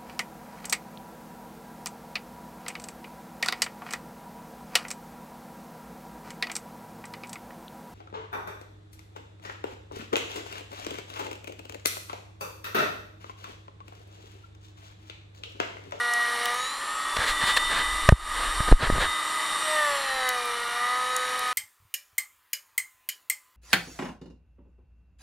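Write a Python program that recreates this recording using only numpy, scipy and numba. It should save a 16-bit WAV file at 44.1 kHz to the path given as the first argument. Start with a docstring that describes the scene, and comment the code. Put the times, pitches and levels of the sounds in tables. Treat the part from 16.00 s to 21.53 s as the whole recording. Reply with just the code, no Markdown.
"""A handheld router cuts a groove in a block, lifts out to run free, and bites again: shaft-locked motor,
bearing and cutter tones, with resonant noise for cooling air and flying chips. On the closed camera case
on the worker's head, a hand presses (low rumble), wipes (jerky noise) and bumps (damped swings), and grit
ticks (short high noise). The recorder ducks after loud peaks, clips, and cuts the top."""
import sys
import numpy as np
from scipy import signal
from scipy.fft import rfft, irfft
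from scipy.io import wavfile
from scipy.ndimage import uniform_filter1d
from numba import njit

SR = 44100
rng = np.random.default_rng(int(sys.argv[2]) if len(sys.argv) > 2 else 0)


def waveform_to_disk(signal):
    """Save audio, clipped to [-1, 1], as 16-bit WAV at the path in sys.argv[1]."""
    frames = np.transpose(np.atleast_2d(signal))
    scaled = np.clip(frames, -1, 1) * 32767
    samples = np.round(scaled).astype(np.int16)
    wavfile.write(sys.argv[1], SR, samples)


N = 243873
T_S = np.arange(N) / SR

# Resonance widths are full widths at -6 dB.
# shaft speed: (time [s], rate [turns/s])
SHAFT_SPEED = [(0, 240), (.25, 238), (.5, 240), (.6, 249.7), (.75, 269), (.9, 283), (1.1, 294.5),
               (1.4, 303.3), (1.8, 309.4), (2.4, 312.1), (3.65, 311.6), (3.77, 306), (3.9, 287.4),
               (4.1, 266.5), (4.4, 244), (4.52, 238.8), (4.7, 237.8), (5, 251.3), (5.12, 252.6),
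               (5.53, 249.5)]
# rotor (whole multiples), slots and fan (26-28, 36), ball bearings (others):
# (multiple of shaft rate, relative level [dB])
MOTOR_TONES = [(1, -13), (2, -11), (4, -8), (5, -5.5), (6, -21.5), (7, -19), (8, -10), (9, -9.5),
               (15.22, -14), (17.25, -20), (22.62, -22.5), (26.04, -21.5), (27, -20.5), (28.05, -35),
               (33.46, -68), (34.47, -52), (36, -27), (39.88, -36.5), (41.29, -38), (42.29, -44),
               (45.3, -53), (46.6, -61)]
# one ball bearing and its sidebands: (multiple of shaft rate, relative level [dB])
BEARING_TONES = [(4.42, -8), (5.42, -9.5), (6.42, -6.5), (9.83, -5.5), (10.83, -26), (11.83, -7)]
# blows of two cutter edges of unequal reach: (multiple of shaft rate, relative level [dB])
CUTTER_TONES = [(1, -67), (2, -2.5), (3, -0.5), (4, -6.5), (5, -14.5), (6, -6), (7, -12.5), (8, -4.5),
                (9, -20), (10, -13), (12, -8), (16, -27), (18, -7)]
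# motor frame resonances: (frequency [Hz], width [Hz], gain [dB])
FRAME_MODES = [(315, 18, -4), (1257, 69, 5), (1903, 240, 0.5), (3577, 450, -4.5), (3944, 400, 4),
               (6900, 900, -3.5), (7540, 400, 1.5), (8410, 600, 0.5), (10900, 4100, -4), (13000, 1500, -4)]
# block and base plate resonances: (frequency [Hz], width [Hz], gain [dB])
BLOCK_MODES = [(579, 137, -4), (1150, 63, -45), (1223, 170, 7), (1843, 217, 4.5)]
# cooling air through the housing: (frequency [Hz], width [Hz], gain [dB])
HOUSING_MODES = [(348, 440, -21), (600, 130, -21), (984, 390, -8.5), (1203, 174, 1.5), (1640, 200, -15.5),
                 (2266, 120, -36), (2750, 88, -16), (3500, 200, -17), (4350, 790, -20), (5570, 470, -28),
                 (7390, 1230, -20.5), (8980, 1030, -16.5), (10700, 950, -27), (12400, 1200, -41),
                 (14300, 1500, -52)]
# dust and chips in the groove: (frequency [Hz], width [Hz], gain [dB])
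GROOVE_MODES = [(324, 540, -33), (556, 550, -18), (947, 300, -7), (1212, 147, -2), (1550, 210, -12),
                (1885, 265, -0.5), (2295, 550, -12.5), (3000, 340, -7.5), (3723, 640, -10),
                (4160, 1600, -15.5), (5656, 620, -14.5), (7640, 640, -20), (8955, 660, -12.5),
                (10710, 1440, -18), (12300, 1300, -36), (14400, 1700, -35.5)]
# motor level, louder at speed and as the head leans in: (time [s], level [dB])
MOTOR_LEVEL = [(0, -33.5), (.45, -32), (.72, -34.5), (1.1, -32), (1.5, -29), (2, -31), (2.6, -29.5),
               (3.2, -31), (3.75, -29), (4.05, -31.5), (4.6, -32.5), (5.53, -32)]
# motor tone tilt about 4x shaft rate: (time [s], tilt [dB/octave])
MOTOR_TILT = [(0, 1.5), (.45, 2.5), (.65, 5), (1.1, 1.5), (2.2, 2.5), (2.9, 1), (3.3, 2.5), (3.6, 3.5),
              (3.85, 4), (4.3, 2), (4.8, 2), (5.05, 3), (5.53, 2.5)]
# bearing tones: (time [s], level relative to motor [dB], tilt about 4x shaft rate [dB/octave])
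BEARING_SONG = [(0, 1, 3), (.5, -10, 3), (.9, 5.5, 0.5), (1.25, 7, -3.5), (1.45, 0.5, 5.5), (1.85, 0.5, 5),
                (2.1, 3, 0), (2.95, 2, -4), (3.1, 4, 1), (3.7, 2.5, -1), (3.9, -0.5, 1), (4.2, 5, 2.5),
                (5.53, 3, 0)]
# cutter leaving the groove and plunging again:
# (time [s], bite [dB], hardness: blow tilt about 4x shaft rate [dB/octave])
CUTTER_BITE = [(0, -35, 3), (.3, -34.5, 3), (.45, -34.5, 2), (.56, -37.5, 2), (.66, -44, 2),
               (.71, -52.5, 3), (3.6, -53.5, 0), (3.68, -42, -9), (3.78, -32, -4), (3.9, -31.5, -1),
               (4, -37.5, -2), (4.3, -29.5, 2.5), (4.42, -37, -3.5), (5, -33.5, 1), (5.53, -36.5, 1)]
# rumble under the pressing hand: (time [s], level [dB])
HAND_PRESSURE = [(1.12, -59), (1.19, -39), (1.26, -54), (1.31, -36), (1.38, -48), (1.5, -43.5), (1.68, -40),
                 (1.76, -43), (2.05, -31.5), (2.4, -36), (2.65, -32), (2.95, -25.5), (3.02, -32.5),
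                 (3.09, -26), (3.14, -64), (3.45, -76), (3.9, -66), (4.25, -58.5), (4.5, -70)]
# grit hitting the case window: (time [s], peak [dB], nominal pitch [Hz])
GRIT_HITS = [(0.1367, -18, 8950), (0.456, -17, 13500), (0.4573, -17, 5070), (.4854, -30, 14000),
             (.5434, -26, 10000), (4.2902, -14.5, 10500), (4.456, -29, 13000), (5.165, -11.5, 9900),
             (5.393, -21, 9800), (5.477, -29, 13500)]
# camera case under a hand: (frequency [Hz], width [Hz], gain [dB])
CASE_MODES = [(573, 374, -7), (1110, 520, -2.5), (1732, 640, 3.5), (3250, 1640, -5), (4120, 880, -5.5),
              (7950, 4000, -16)]
# hand wipes: (time [s], length [s], rms level before flicker [dB], tilt [dB/octave])
HAND_WIPES = [(1.165, 0.0087, -24, -1.5), (1.178, 0.1, -28.5, -2), (1.253, 0.082, -29.5, 0.5),
              (1.398, 0.068, -30, -1), (1.445, 0.089, -28, .5), (1.563, 0.019, -19.5, 1),
              (1.689, 0.092, -31.5, -1.5), (1.739, 0.1, -30.5, -2), (2.335, 0.19, -35, -2),
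              (2.674, 0.024, -28, -6), (2.787, 0.1, -21, -4), (2.939, 0.057, -27.5, -7.5),
              (2.989, 0.088, -27.5, -2.5)]
# bumps squeezing the air in the case:
# (time [s], push +1 or release -1, swing peak [dB], pitch [Hz], t60 [s], shell rattle peak [dB])
CASE_BUMPS = [(1.188, 1, -28, 94, 0.055, -23), (1.437, 1, -25, 140, 0.018, -34),
              (1.795, 1, -34, 130, 0.027, -40), (2.089, 1, 1.5, 130, 0.016, 7.5),
              (2.0922, -1, -8, 43, 0.046, -4), (2.1237, 1, 10.5, 118, 0.017, -14),
              (2.1275, -1, 1.5, 54, 0.061, -40), (2.604, 1, -15.5, 95, 0.017, -18),
              (2.713, -1, -21, 190, 0.015, -14.5), (2.7186, 1, 2.5, 35, 0.082, -18),
              (2.7248, -1, 2.5, 410, 0.0045, -10), (2.7305, -1, -0.5, 19, 0.12, -40),
              (2.833, 1, -11.5, 115, .03, -29), (2.9006, 1, -6, 320, 0.0046, -13.5),
              (2.925, 1, -18, 59, 0.0099, -50), (2.935, 1, -16, 40, 0.045, -39.5),
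              (2.98, 1, -38, 100, 0.09, -17)]

RUMBLE_FLOOR_DB = -65
DUCK_ABOVE_DB, DUCK_SHARE = -10, 0.96  # share of the excess dB taken off
SENSE_S, RECOVER_S = 0.0025, 0.08  # peak detector time constants
GRAB_S, EASE_S = 0.0088, 0.042  # gain reduction time constants
CLIP_PEAK, TOP_HZ = 0.71, 15800


def undb(db):
    """dB to amplitude gain."""
    return 10 ** (np.asarray(db) / 20)


def unit(x):
    """Scale to rms 1."""
    return x / np.sqrt(np.mean(x ** 2))


def curve(times_s, values):
    """Straight-line interpolation over the whole scene."""
    return np.interp(T_S, times_s, values)


def walk(rate_hz):
    """Random levels, rate_hz new ones per second, smoothed twice; spread near 1."""
    hold = int(SR / rate_hz)
    steps = np.repeat(rng.standard_normal(N // hold + 1), hold)
    smooth = uniform_filter1d(uniform_filter1d(steps, hold), hold)
    return 1.147 * smooth[:N]


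def gain_at(hz, modes, valley_db):
    """Power sum of resonances over a valley floor that falls away above 3 kHz."""
    hz = hz + 1  # no division by zero
    power = undb(valley_db) ** 2 / (1 + (hz / 3000) ** 4)
    for mode_hz, width_hz, db in modes:
        detuning = (hz - mode_hz * mode_hz / hz) / width_hz
        power = power + undb(db) ** 2 / (1 + detuning ** 2) ** 2
    return np.sqrt(power)


def ring(x, modes, valley_db):
    """Filter through resonances in the frequency domain."""
    return irfft(rfft(x) * gain_at(np.fft.rfftfreq(N, 1 / SR), modes, valley_db), N)


def tones(table, phase, shaft_hz, modes, valley_db, waver_db, tilt_db):
    """Multiples of the shaft rate that waver independently and swell on crossing a resonance."""
    grid_hz = np.arange(0, SR / 2, 10)
    body = gain_at(grid_hz, modes, valley_db)
    out = 0
    for multiple, db in table:
        level_db = db + waver_db * walk(9) + tilt_db * np.log2(multiple / 4)
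        resonance = np.interp(multiple * shaft_hz, grid_hz, body)
        tone = np.sin(multiple * phase + 2 * np.pi * rng.random())
        out = out + undb(level_db) * resonance * tone
    return out


def motor_whine(phase, shaft_hz):
    """Rotor, slot, fan and bearing tones, shaped by the motor frame."""
    tilt_db = curve(*np.transpose(MOTOR_TILT))
    motor = tones(MOTOR_TONES, phase, shaft_hz, FRAME_MODES, valley_db=-11, waver_db=2.5, tilt_db=tilt_db)
    times_s, song_db, song_tilt_db = np.transpose(BEARING_SONG)
    bearing = tones(BEARING_TONES, phase, shaft_hz, FRAME_MODES, valley_db=-13.5, waver_db=3.46,
                    tilt_db=curve(times_s, song_tilt_db))
    return motor + undb(curve(times_s, song_db)) * bearing


def turn_noise(phase, depth, modes, valley_db, waver_db, waver_hz):
    """Resonant noise pulsing once a turn, its level wandering slowly."""
    pulsed = rng.standard_normal(N) * (1 + depth * np.sin(phase))
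    return unit(ring(pulsed, modes, valley_db)) * undb(waver_db * walk(waver_hz))


def router():
    """Motor tones and air, plus cutter blows and chip crunch that grow with the bite."""
    speed_hz = uniform_filter1d(curve(*np.transpose(SHAFT_SPEED)), size=SR // 12)  # rotor inertia
    shaft_hz = speed_hz * (1 + 0.000316 * walk(15))
    phase = 2 * np.pi * np.cumsum(shaft_hz) / SR
    motor_db = curve(*np.transpose(MOTOR_LEVEL))
    times_s, bite_db, hardness_db = np.transpose(CUTTER_BITE)
    bite_db, hardness_db = curve(times_s, bite_db), curve(times_s, hardness_db)

    whine = motor_whine(phase, shaft_hz)
    blows = tones(CUTTER_TONES, phase, shaft_hz, BLOCK_MODES, valley_db=-14.5, waver_db=3.0,
                  tilt_db=hardness_db)
    air = turn_noise(phase, 0.055, HOUSING_MODES, valley_db=-36.0, waver_db=0.38, waver_hz=6.43)
    crunch = turn_noise(phase, 0.14, GROOVE_MODES, valley_db=-27, waver_db=0.68, waver_hz=5.61)
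    # base plate damps the air in the groove; crunch takes its place
    buried = undb(bite_db) / (undb(bite_db) + undb(-52))
    noise = np.sqrt(1 - 0.98 * buried) * air + np.sqrt(buried) * crunch
    return undb(motor_db) * (noise + whine) + undb(bite_db + 8.5) * blows


def rumble():
    """Slow pressure changes, 12-45 Hz noise, while the hand rests on the case; a faint floor remains."""
    times_s, db = np.transpose(HAND_PRESSURE)
    band = signal.butter(3, [12, 45], "band", fs=SR, output="sos")
    low = unit(signal.sosfilt(band, rng.standard_normal(N)))
    press_db = np.interp(T_S, times_s, db, left=-90, right=-90) + 0.7 * walk(56)
    return low * (undb(press_db) + undb(RUMBLE_FLOOR_DB))


def grit():
    """Each grain rings a high patch of the window: fast-decaying band noise."""
    out, size = np.zeros(N), 400
    decay = undb(-60 * np.arange(size) / SR / 0.0079)
    for time_s, peak_db, hz in GRIT_HITS:
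        band = signal.butter(3, [0.55 * hz, 1.25 * hz], "band", fs=SR, output="sos")
        tick = signal.sosfilt(band, rng.standard_normal(size) * decay)
        i = int(time_s * SR)
        out[i:i + size] += undb(peak_db) * tick / abs(tick).max()
    return out


def wipes():
    """Skin slips over the shell in dense tiny jerks, coloured by the case."""
    out, size, lead = np.zeros(N), 2 ** 14, 256
    hz = np.fft.rfftfreq(size, 1 / SR)
    case = gain_at(hz, CASE_MODES, -17.5)
    for time_s, length_s, db, tilt_db in HAND_WIPES:
        start, length = int(time_s * SR) - lead, int(length_s * SR)
        progress = np.clip((np.arange(size) - lead) / length, 0, 1)
        stroke = np.sin(np.pi * progress).clip(0) ** 0.8
        jerks = rng.standard_normal(size) * undb(1.4 * rng.exponential(size=size)) * stroke
        tilt = undb(tilt_db * np.log2((hz + 50) / 1500))
        rub = irfft(rfft(jerks) * case * tilt)
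        out[start:start + size] += undb(db) * rub / np.sqrt(np.sum(rub ** 2) / length)
    return out * undb(1.5 * walk(60))  # flicker


def shell_rattle(t_s):
    """Case modes as decaying sines under a 2.2 ms rise, scaled to peak 1."""
    rattle = 0
    for hz, width_hz, db in CASE_MODES:
        rattle = rattle + undb(db) * np.sin(2 * np.pi * hz * t_s) * np.exp(-1.5 * width_hz * t_s)
    rattle = rattle * np.minimum(t_s / 0.0022, 1) ** 2
    return rattle / rattle.max()


def bumps():
    """A quick push or release: a damped swing of trapped air and a short rattle of the shell."""
    out, t_s = np.zeros(N), np.arange(6000) / SR
    rattle = shell_rattle(t_s)
    for time_s, way, peak_db, hz, t60_s, rattle_db in CASE_BUMPS:
        swing = np.sin(2 * np.pi * hz * t_s) * undb(-60 * t_s / t60_s)
        swing = np.sign(way) * undb(peak_db) * swing / swing.max()
        i = int(time_s * SR)
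        out[i:i + len(t_s)] += swing + undb(rattle_db) * rattle
    return out


def scene():
    """One microphone feeds both channels."""
    mono = router() + rumble() + grit() + wipes() + bumps()
    return np.tile(mono, (2, 1))


@njit
def follow(x, attack, release):
    """One-pole envelope with separate rise and fall coefficients."""
    y, level = np.empty(len(x)), 0.
    for i in range(len(x)):
        level += (x[i] - level) * (attack if x[i] > level else release)
        y[i] = level
    return y


def record(dry):
    """Gain control ducks just after loud peaks and creeps back; the converter clips; the top is cut."""
    mono = dry[0]
    peak = follow(abs(mono), 1 / (SENSE_S * SR), 1 / (RECOVER_S * SR))
    over_db = 20 * np.log10(np.maximum(peak / undb(DUCK_ABOVE_DB), 1))
    duck_db = follow(DUCK_SHARE * over_db, 1 / (GRAB_S * SR), 1 / (EASE_S * SR))
    clipped = np.clip(mono * undb(-duck_db), -CLIP_PEAK, CLIP_PEAK)
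    low_pass = signal.ellip(10, 0.2, 75, TOP_HZ, fs=SR, output="sos")
    return np.tile(signal.sosfilt(low_pass, clipped), (2, 1))


dry = scene()
out = record(dry)
waveform_to_disk(out)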